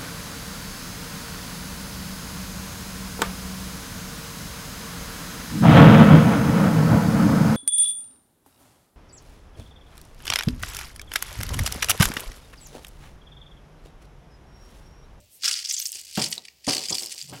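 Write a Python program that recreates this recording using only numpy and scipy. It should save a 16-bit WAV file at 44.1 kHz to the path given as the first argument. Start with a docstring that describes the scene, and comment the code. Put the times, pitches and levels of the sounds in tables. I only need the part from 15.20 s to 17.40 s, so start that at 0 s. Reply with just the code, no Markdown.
"""Short crunches over a fine crackle and a rubbing hiss: a hand squeezes a mesh-covered rubber ball
full of gel beads, close by in a small room. Skin, mesh and beads stick and slip to make the crunches.
Twice a blister bulges through the mesh with a soft, fluttering pop; smaller thumps come as beads shift."""
import sys
import numpy as np
from scipy import signal
from scipy.fft import rfft, irfft
from scipy.io import wavfile
from scipy.ndimage import uniform_filter1d

SR = 44100
rng = np.random.default_rng(int(sys.argv[2]) if len(sys.argv) > 2 else 0)


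def generate_wav(signal):
    """Clip the signal to [-1, 1] and save it as 16-bit WAV at the path in sys.argv[1]."""
    frames = np.transpose(np.atleast_2d(signal))
    scaled = np.clip(frames, -1, 1) * 32767
    pcm = np.round(scaled).astype(np.int16)
    wavfile.write(sys.argv[1], SR, pcm)


N = 97020
T = np.arange(N) / SR
BALL_RISE_S = 0.0018

# Spectrum of bead crackle. Each row: frequency in Hz, gain in dB.
BEAD_SPECTRUM = [(200, -35), (1000, -33), (1600, -14.5), (2000, -8.5), (2900, -1), (3850, -3), (4650, 6),
                 (6000, -0.5), (8000, -3), (11000, -13), (16000, -20.5)]


def undb(db):
    """Decibels to gain."""
    return 10 ** (np.asarray(db) / 20)


def unit(x):
    """Scale to rms 1."""
    return x / np.sqrt(np.mean(x ** 2) + 1e-20)


def curve(rows):
    """Gain over time from (s, dB) points."""
    return undb(np.interp(T, *np.array(rows).T))


def colour(x, points):
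    """Minimum-phase filter through (Hz, dB) points."""
    hz, db = np.array(points).T
    size = 4096
    bins_hz = np.fft.rfftfreq(size, 1 / SR)
    gain = undb(np.interp(np.log(bins_hz + 1), np.log(hz), db))
    cepstrum = irfft(np.log(gain))
    cepstrum[1:size // 2] *= 2
    cepstrum[size // 2 + 1:] = 0
    return signal.fftconvolve(x, irfft(np.exp(rfft(cepstrum))))[:len(x)]


def ring(x, hz, width_hz):
    """One resonance, gain 1 at its centre."""
    return signal.lfilter(*signal.iirpeak(hz, hz / width_hz, fs=SR), x)


def fade(t, t60_s):
    """Exponential decay, 60 dB in t60_s."""
    return np.exp(-np.log(1000) * t / t60_s)


def rise(t, tau_s):
    """Exponential onset from 0 to 1."""
    return 1 - np.exp(-t / tau_s)


def add(out, start_s, x):
    """Mix x in at start_s."""
    i = max(int(start_s * SR), 0)
    out[i:i + len(x)] += x[:max(N - i, 0)]


def steady(x, span_s):
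    """Even out the slow level of a texture, keeping its grain."""
    size = int(span_s * SR) + 1
    power = uniform_filter1d(uniform_filter1d(x ** 2, size), size)
    return x / np.sqrt(np.abs(power) + 1e-12)


def swell(middle_s, half_s, db, hz, width_hz):
    """A noise band under a Gaussian envelope."""
    band = ring(ring(rng.standard_normal(N), hz, width_hz), hz, width_hz)
    return steady(band, span_s=0.0061) * undb(db) * np.exp(-((T - middle_s) / half_s) ** 2)


def slips(samples, per_s=7000):
    """A dense run of tiny stick-slip impulses."""
    return unit(np.sign(rng.standard_normal(samples)) * (rng.random(samples) < per_s / SR))


def grains(per_s=540, spread_db=9, decay_s=0.0026):
    """Slips bunched into short grains of uneven strength."""
    onsets = rng.random(N) < per_s / SR
    strength = undb(spread_db * np.clip(rng.standard_normal(N), -2, 2))
    envelope = signal.lfilter([1], [1, -np.exp(-1 / (decay_s * SR))], onsets * strength)
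    return slips(N) * (envelope + 0.34)


def room_tone(db=-61.5):
    """Faint steady noise with a low hum."""
    # Each row: frequency in Hz, gain in dB.
    spectrum = [(25, -52), (50, -40), (68, 8.5), (90, -3.5), (200, -10), (600, -10), (1400, -21.5),
                (2700, -9), (5000, -11), (10000, -19), (16000, -14.5)]
    return unit(colour(rng.standard_normal(N), spectrum)) * undb(db)


def hand_bumps(width_hz=49):
    """Dull bumps and rubs of the hand."""
    # Each row: middle in seconds, half length in seconds, level in dB, pitch in Hz.
    bumps = [(0.006, 0.051, -55.5, 73), (0.016, 0.031, -65.5, 583), (1.719, 0.017, -41, 164),
             (2.053, 0.024, -53, 140), (2.13, 0.05, -45, 134)]
    return sum(swell(*row, width_hz) for row in bumps)


def rubber_snaps(per_s=70, decay_s=0.0007):
    """Tacky rubber lets go of the fingers in lone, sharp ticks."""
    onsets = (rng.random(N) < per_s / SR) * rng.random(N)
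    envelope = signal.lfilter([1], [1, -np.exp(-1 / (decay_s * SR))], onsets)
    return unit(slips(N) * envelope)


def skin_hiss(spurts_per_s=270, spread_db=4.5, snap_db=-2):
    """Skin slides on rubber: a thin, spurting hiss dotted with snaps."""
    # Each row: time in seconds, level in dB.
    levels = [(0, -63.5), (.22, -78), (.28, -38), (.42, -92), (.5, -34), (.58, -43), (.65, -42.5),
              (.7, -41.5), (.76, -41.5), (.82, -48.5), (.93, -51.5), (1.03, -52), (1.14, -38.5), (1.2, -76),
              (1.42, -89), (1.5, -47), (1.62, -50), (1.78, -37), (1.9, -45), (2.2, -58)]
    # Each row: frequency in Hz, gain in dB.
    spectrum = [(1500, -68), (2800, -10), (4000, -13), (8000, 6), (11000, -4.5), (14000, -4.5),
                (16000, -13.5)]
    hold = int(SR / spurts_per_s)
    steps = np.repeat(rng.standard_normal(N // hold + 1), hold)
    spurts = undb(-spread_db * uniform_filter1d(steps, hold // 2)[:N])
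    slide = steady((grains() + rng.standard_normal(N)) * spurts, span_s=0.12)
    return unit(colour(slide + undb(snap_db) * rubber_snaps(), spectrum)) * curve(levels)


def skin_swishes():
    """Single thin swishes of skin sliding on rubber."""
    # Each row: middle in seconds, half length in seconds, level in dB, pitch in Hz, width in Hz.
    swishes = [(0.6, 0.0095, -33.5, 13000, 3400), (0.15, 0.041, -52, 10500, 8400),
               (0.648, 0.033, -42, 13800, 2200), (1.11, 0.0068, -38.5, 11600, 1500)]
    return sum(swell(*row) for row in swishes)


def bead_crackle():
    """Beads stick and slip in a fine crackle between the crunches."""
    # Each row: time in seconds, level in dB.
    levels = [(.16, -75), (.2, -59.5), (.23, -35.5), (.25, -23), (.33, -31), (.42, -37.5), (.5, -36.5),
              (.6, -40), (.71, -49.5), (.75, -38), (.8, -40), (.82, -49), (.93, -43.5), (.99, -28.5),
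              (1.05, -25.5), (1.1, -47.5), (1.15, -41), (1.2, -53.5), (1.29, -55), (1.34, -70),
              (1.425, -62.5), (1.49, -28.5), (1.55, -26.5), (1.61, -35), (1.68, -39), (1.75, -37.5),
              (1.83, -38), (1.89, -47.5), (1.92, -35), (1.95, -46.5), (1.99, -38.5), (2.06, -48.5),
              (2.2, -49.5)]
    return steady(colour(grains(), BEAD_SPECTRUM), span_s=0.011) * curve(levels)


def flutter(t60_s, rise_s, flap_hz=208.8):
    """Uneven, dying flaps of the rubber drive the resonances of the ball."""
    # Each row: frequency in Hz, width in Hz, gain in dB.
    modes = [(140, 100, -2.5), (310.4, 254, 2.5), (448.4, 220, 1.5), (542, 76, -2), (736, 123, 6),
             (947, 183, 3), (1062, 310, -4.5), (1370, 160, -21)]
    tilt_hz_db = [(40, 5), (150, 8.0), (1300, -2.5), (1800, -4), (6000, 3)]
    t = T[:16384]
    jitter = np.repeat(rng.standard_normal(len(t) // 128), 128)
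    cycles = np.cumsum(flap_hz * np.exp(0.35 * jitter)) / SR
    flaps = np.diff(np.floor(cycles), prepend=-1)  # one impulse a cycle
    push = unit(flaps) + 0.53 * rng.standard_normal(len(t))
    body = sum(undb(db) * ring(ring(push, hz, width_hz), hz, width_hz) for hz, width_hz, db in modes)
    envelope = fade(t, t60_s) * rise(t, rise_s) * rise(t, BALL_RISE_S)
    return steady(colour(body, tilt_hz_db), span_s=0.011) * envelope


def bead_thumps():
    """Shifting beads thump the ball softly."""
    # Each row: start in seconds, level in dB, T60 in seconds, rise in seconds.
    thumps = [(.233, -49, 0.16, 0.0063), (0.296, -50, 0.099, 0.0037), (.748, -53.5, 0.12, 0.0017),
              (1.171, -43, 0.11, 0.0022), (1.551, -37.5, 0.39, 0.0019), (1.704, -33, 0.13, 0.002),
              (1.718, -34.5, 0.16, 0.0023), (1.812, -45.5, 0.32, 0.0019), (1.943, -51, 0.11, 0.001),
              (2.08, -47.5, 0.79, 0.026), (2.121, -35.5, 0.19, 0.0049)]
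    out = np.zeros(N)
    for start_s, db, t60_s, rise_s in thumps:
        add(out, start_s, undb(db) * flutter(t60_s, rise_s))
    return out


def crunches(trim_db=-1.5, edge_s=0.0011, ring_db=4.5, ring_width_hz=540):
    """Milliseconds of slips ring the stretched skin, with a rasp below and a fizz above."""
    # Each row: start in seconds, length in ms, level before trim in dB, ring pitch in Hz,
    # rasp and fizz in dB relative to the ringing core.
    bursts = [(0.2344, 2.25, -20.5, 3950, -18, -26), (0.244, 10.6, -22, 5300, -25, -30),
              (0.278, 10.2, -19, 5360, -18, -9.5), (.3108, 6.3, -25.5, 5400, -3.5, -0.5),
              (0.3252, 10.4, -25, 5240, -37, -6), (.339, 2.5, -22.5, 3750, -24, -15),
              (0.3598, 10.6, -29.5, 5830, -12, -30), (.3702, 4.7, -28.5, 5100, -13, -27),
              (.3865, 8.7, -30, 4780, -7, -6), (0.4481, 3, -24.5, 4570, -19, -11),
              (.4552, 4.7, -25, 5370, -30, -30), (0.491, 10, -24, 6460, -32, -9.5),
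              (.506, 9.3, -22.5, 5930, -15, -18), (0.535, 14, -24, 7340, -31.5, -12),
              (0.5648, 4, -24, 6340, -22, -17), (0.5752, 17.6, -27.5, 6600, -28, -24),
              (0.6213, 5.3, -27.5, 6130, -35, -12), (.655, 2.6, -23, 6360, -15.5, -3),
              (0.6613, 2.4, -22, 5300, -47, -8), (.727, 2.4, -34, 6400, -11, -4),
              (0.748, 9.3, -44, 7160, -14, 8.5), (0.9534, 6.8, -33, 3650, -8, -2),
              (1.0194, 5, -21.5, 4850, -8, -3), (1.043, 3, -22.5, 4420, -25, -3.5),
              (1.06, 7.2, -28, 5330, -8.5, -5.5), (1.125, 4.8, -22.5, 4760, -6, -4.5),
              (1.2504, 6.3, -41, 4240, -2, -4.5), (1.282, 2.9, -37.5, 4700, -0.5, -47),
              (1.4437, 5.7, -40, 4800, -7.5, -3), (1.4677, 2.16, -32.5, 6900, 1, 5),
              (1.4818, 9.7, -23.5, 5020, -9.5, -6), (1.4947, 2.94, -19, 5000, -9.5, -5.5),
              (1.507, 3.6, -18, 4900, -12, -27), (1.5301, 7.2, -23, 4660, -5, -5),
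              (1.565, 3.6, -23.5, 4480, -11, -32), (1.636, 7.9, -37, 4970, -0.5, 3.5),
              (1.6547, 5.4, -28.5, 4560, -11, -6.5), (1.6935, 13.7, -25, 7070, -13, -8.5),
              (1.724, 7, -20, 4840, -38, -25), (1.743, 5, -26.5, 5000, -12, 0),
              (1.7505, 4.1, -21.5, 4900, -13, -9), (1.791, 8, -29.5, 4740, -18, -1),
              (1.9171, 9.9, -36.5, 4620, -8.5, 4.5)]
    # Spectra of the three bands. Each row: frequency in Hz, gain in dB.
    core_spectrum = [(200, -66), (1600, -65), (2800, -12.5), (3400, 4.5), (3800, -3.5), (4600, 5.5),
                     (8200, -3), (10500, -17), (16000, -53)]
    rasp_spectrum = [(200, -50), (1100, -20.5), (1550, -19), (1900, -0.5), (2900, 3.5), (3800, -3.5),
                     (8000, -47)]
    fizz_spectrum = [(200, -62), (6000, 19), (9500, 22), (11500, 9.5), (16000, -62)]
    out, t = np.zeros(N), T[:2048]
    for start_s, length_ms, db, hz, rasp_db, fizz_db in bursts:
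        length_s = length_ms / 1000
        span_s = length_s + edge_s
        envelope = 1 / np.cosh(np.pi * (t - t[-1] / 2) / span_s)
        core, rasp, fizz = (unit(colour(slips(len(t)) * envelope, spectrum))
                            for spectrum in (core_spectrum, rasp_spectrum, fizz_spectrum))
        ringing = unit(core + undb(ring_db) * unit(ring(core, hz, ring_width_hz)))
        crunch = ringing + undb(rasp_db) * rasp + undb(fizz_db) * fizz
        gain = np.sqrt(length_s / t[-1]) * undb(db + trim_db)  # rms referred to length_s
        add(out, start_s + (span_s - t[-1]) / 2, gain * crunch)
    return out


def mesh_rasp():
    """The mesh rasps, lower than the crackle, as the grip tightens."""
    # Each row: start in seconds, level in dB, T60 in seconds.
    grips = [(0.236, -33.5, 0.42), (0.272, -30, 0.19), (0.971, -29.5, 0.2), (1.121, -48.5, 0.19),
             (1.491, -33.5, 0.22), (2.127, -43.5, 0.44)]
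    # Each row: frequency in Hz, gain in dB.
    spectrum = [(150, -17), (500, -20), (1000, -6.5), (1400, 10.5), (2300, 6), (3000, 12), (4200, -2.5),
                (6000, -6)]
    power = np.zeros(N)
    for start_s, db, t60_s in grips:
        add(power, start_s, (undb(db) * fade(T, t60_s)) ** 2)
    return steady(colour(grains(), spectrum), span_s=0.01) * np.sqrt(power)


def bead_ticks(peak_s=0.00072, crack_db=-3.5):
    """One bead snaps past another: a wet ping of a few cycles with a small crack."""
    # Each row: start in seconds, level in dB, pitch in Hz.
    ticks = [(0.259, -16, 5280), (0.5998, -22.5, 6000), (.617, -26, 8060), (.691, -28, 6440),
             (1.115, -28.5, 6940), (1.1793, -25, 3940), (1.58, -19.5, 4410), (1.629, -30, 4440),
             (1.6849, -20.5, 4850), (1.7645, -38, 5260), (1.783, -18.5, 4520), (1.807, -30, 7860),
             (1.8331, -23, 5160), (1.85, -34.5, 5400), (1.8593, -31, 4640), (1.87, -31.5, 5170),
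             (1.8846, -39, 5100), (1.8956, -34.5, 4840), (1.98, -32.5, 4680), (1.9994, -42, 5040),
             (2.0141, -25.5, 4790), (2.025, -31, 7400), (2.097, -35, 9180)]
    out, t = np.zeros(N), T[:1024]
    envelope = t / peak_s * np.exp(1 - t / peak_s)
    for start_s, db, hz in ticks:
        ping = np.sqrt(2) * np.sin(2 * np.pi * hz * t)
        crack = undb(crack_db) * unit(colour(slips(len(t)), BEAD_SPECTRUM))
        add(out, start_s, undb(db) * envelope * (ping + crack))
    return out


def blister_pops(sag=0.24, settle_s=0.015, taut_hz=748, taut_db=-39.5):
    """A blister pops through the mesh, wobbles, rings and flutters."""
    # Each row: start in seconds, wobble level in dB, settled pitch in Hz, wobble T60 in seconds,
    # flutter level in dB.
    pops = [(.9742, -19, 232, 0.12, -25.5), (1.4747, -20, 317, 0.072, -24.5)]
    low_cut = signal.butter(2, 80, "high", fs=SR, output="sos")
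    out = np.zeros(N)
    for start_s, db, hz, t60_s, flutter_db in pops:
        glide_hz = hz * (1 - sag * np.exp(-T / settle_s))  # rises as the skin tightens
        wobble = undb(db) * np.sin(2 * np.pi * np.cumsum(glide_hz) / SR) * fade(T, t60_s)
        taut_ring = undb(taut_db) * np.sin(2 * np.pi * taut_hz * T) * fade(T, t60_s=0.17)
        plop = np.sqrt(2) * (wobble + taut_ring) * rise(T, BALL_RISE_S)
        add(out, start_s, signal.sosfilt(low_cut, plop))
        add(out, start_s, undb(flutter_db) * flutter(t60_s=0.23, rise_s=0.00042))
    return out


def gel_glugs():
    """Gel glugs through the mesh in short, gliding tones."""
    # Each row: start in seconds, length in seconds, level in dB, first and last pitch in Hz.
    glugs = [(0.992, 0.057, -36.5, 163, 121), (1.04, 0.084, -49, 129.6, 181),
             (1.777, 0.1154, -51.5, 404.4, 294.5)]
    out = np.zeros(N)
    for start_s, length_s, db, from_hz, to_hz in glugs:
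        hz = np.linspace(from_hz, to_hz, int(length_s * SR))
        tone = np.sqrt(2) * np.sin(2 * np.pi * np.cumsum(hz) / SR)
        add(out, start_s, undb(db) * np.hanning(len(hz)) * tone)
    return out


def room(x, split_hz=1950, build_s=0.0034):
    """A furnished room: the lows linger, the treble dies quickly."""
    t, response = T[:SR // 2], 0
    for band, db, t60_s in (("low", -10.5, 0.45), ("high", -13.5, 0.067)):
        tail = rng.standard_normal(len(t)) * fade(t, t60_s) * np.minimum(t / build_s, 1)
        split = signal.butter(2, split_hz, band, fs=SR, output="sos")
        response = response + undb(db) * signal.sosfilt(split, tail / np.linalg.norm(tail))
    return x + signal.fftconvolve(x, response)[:N]


def scene():
    """The squeezed ball in the room, over faint room tone; mono."""
    tone = room_tone()
    clicks = crunches() + bead_ticks()
    rubbing = bead_crackle() + skin_hiss() + mesh_rasp() + skin_swishes()
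    body = hand_bumps() + blister_pops() + bead_thumps() + gel_glugs()
    return (room(clicks + rubbing + body) + tone)[None]


def record(dry):
    """Steep low-pass on the top treble."""
    top_hz = 15900
    return signal.sosfilt(signal.ellip(10, .2, 80, top_hz, fs=SR, output="sos"), dry)


dry = scene()
out = record(dry)
generate_wav(out)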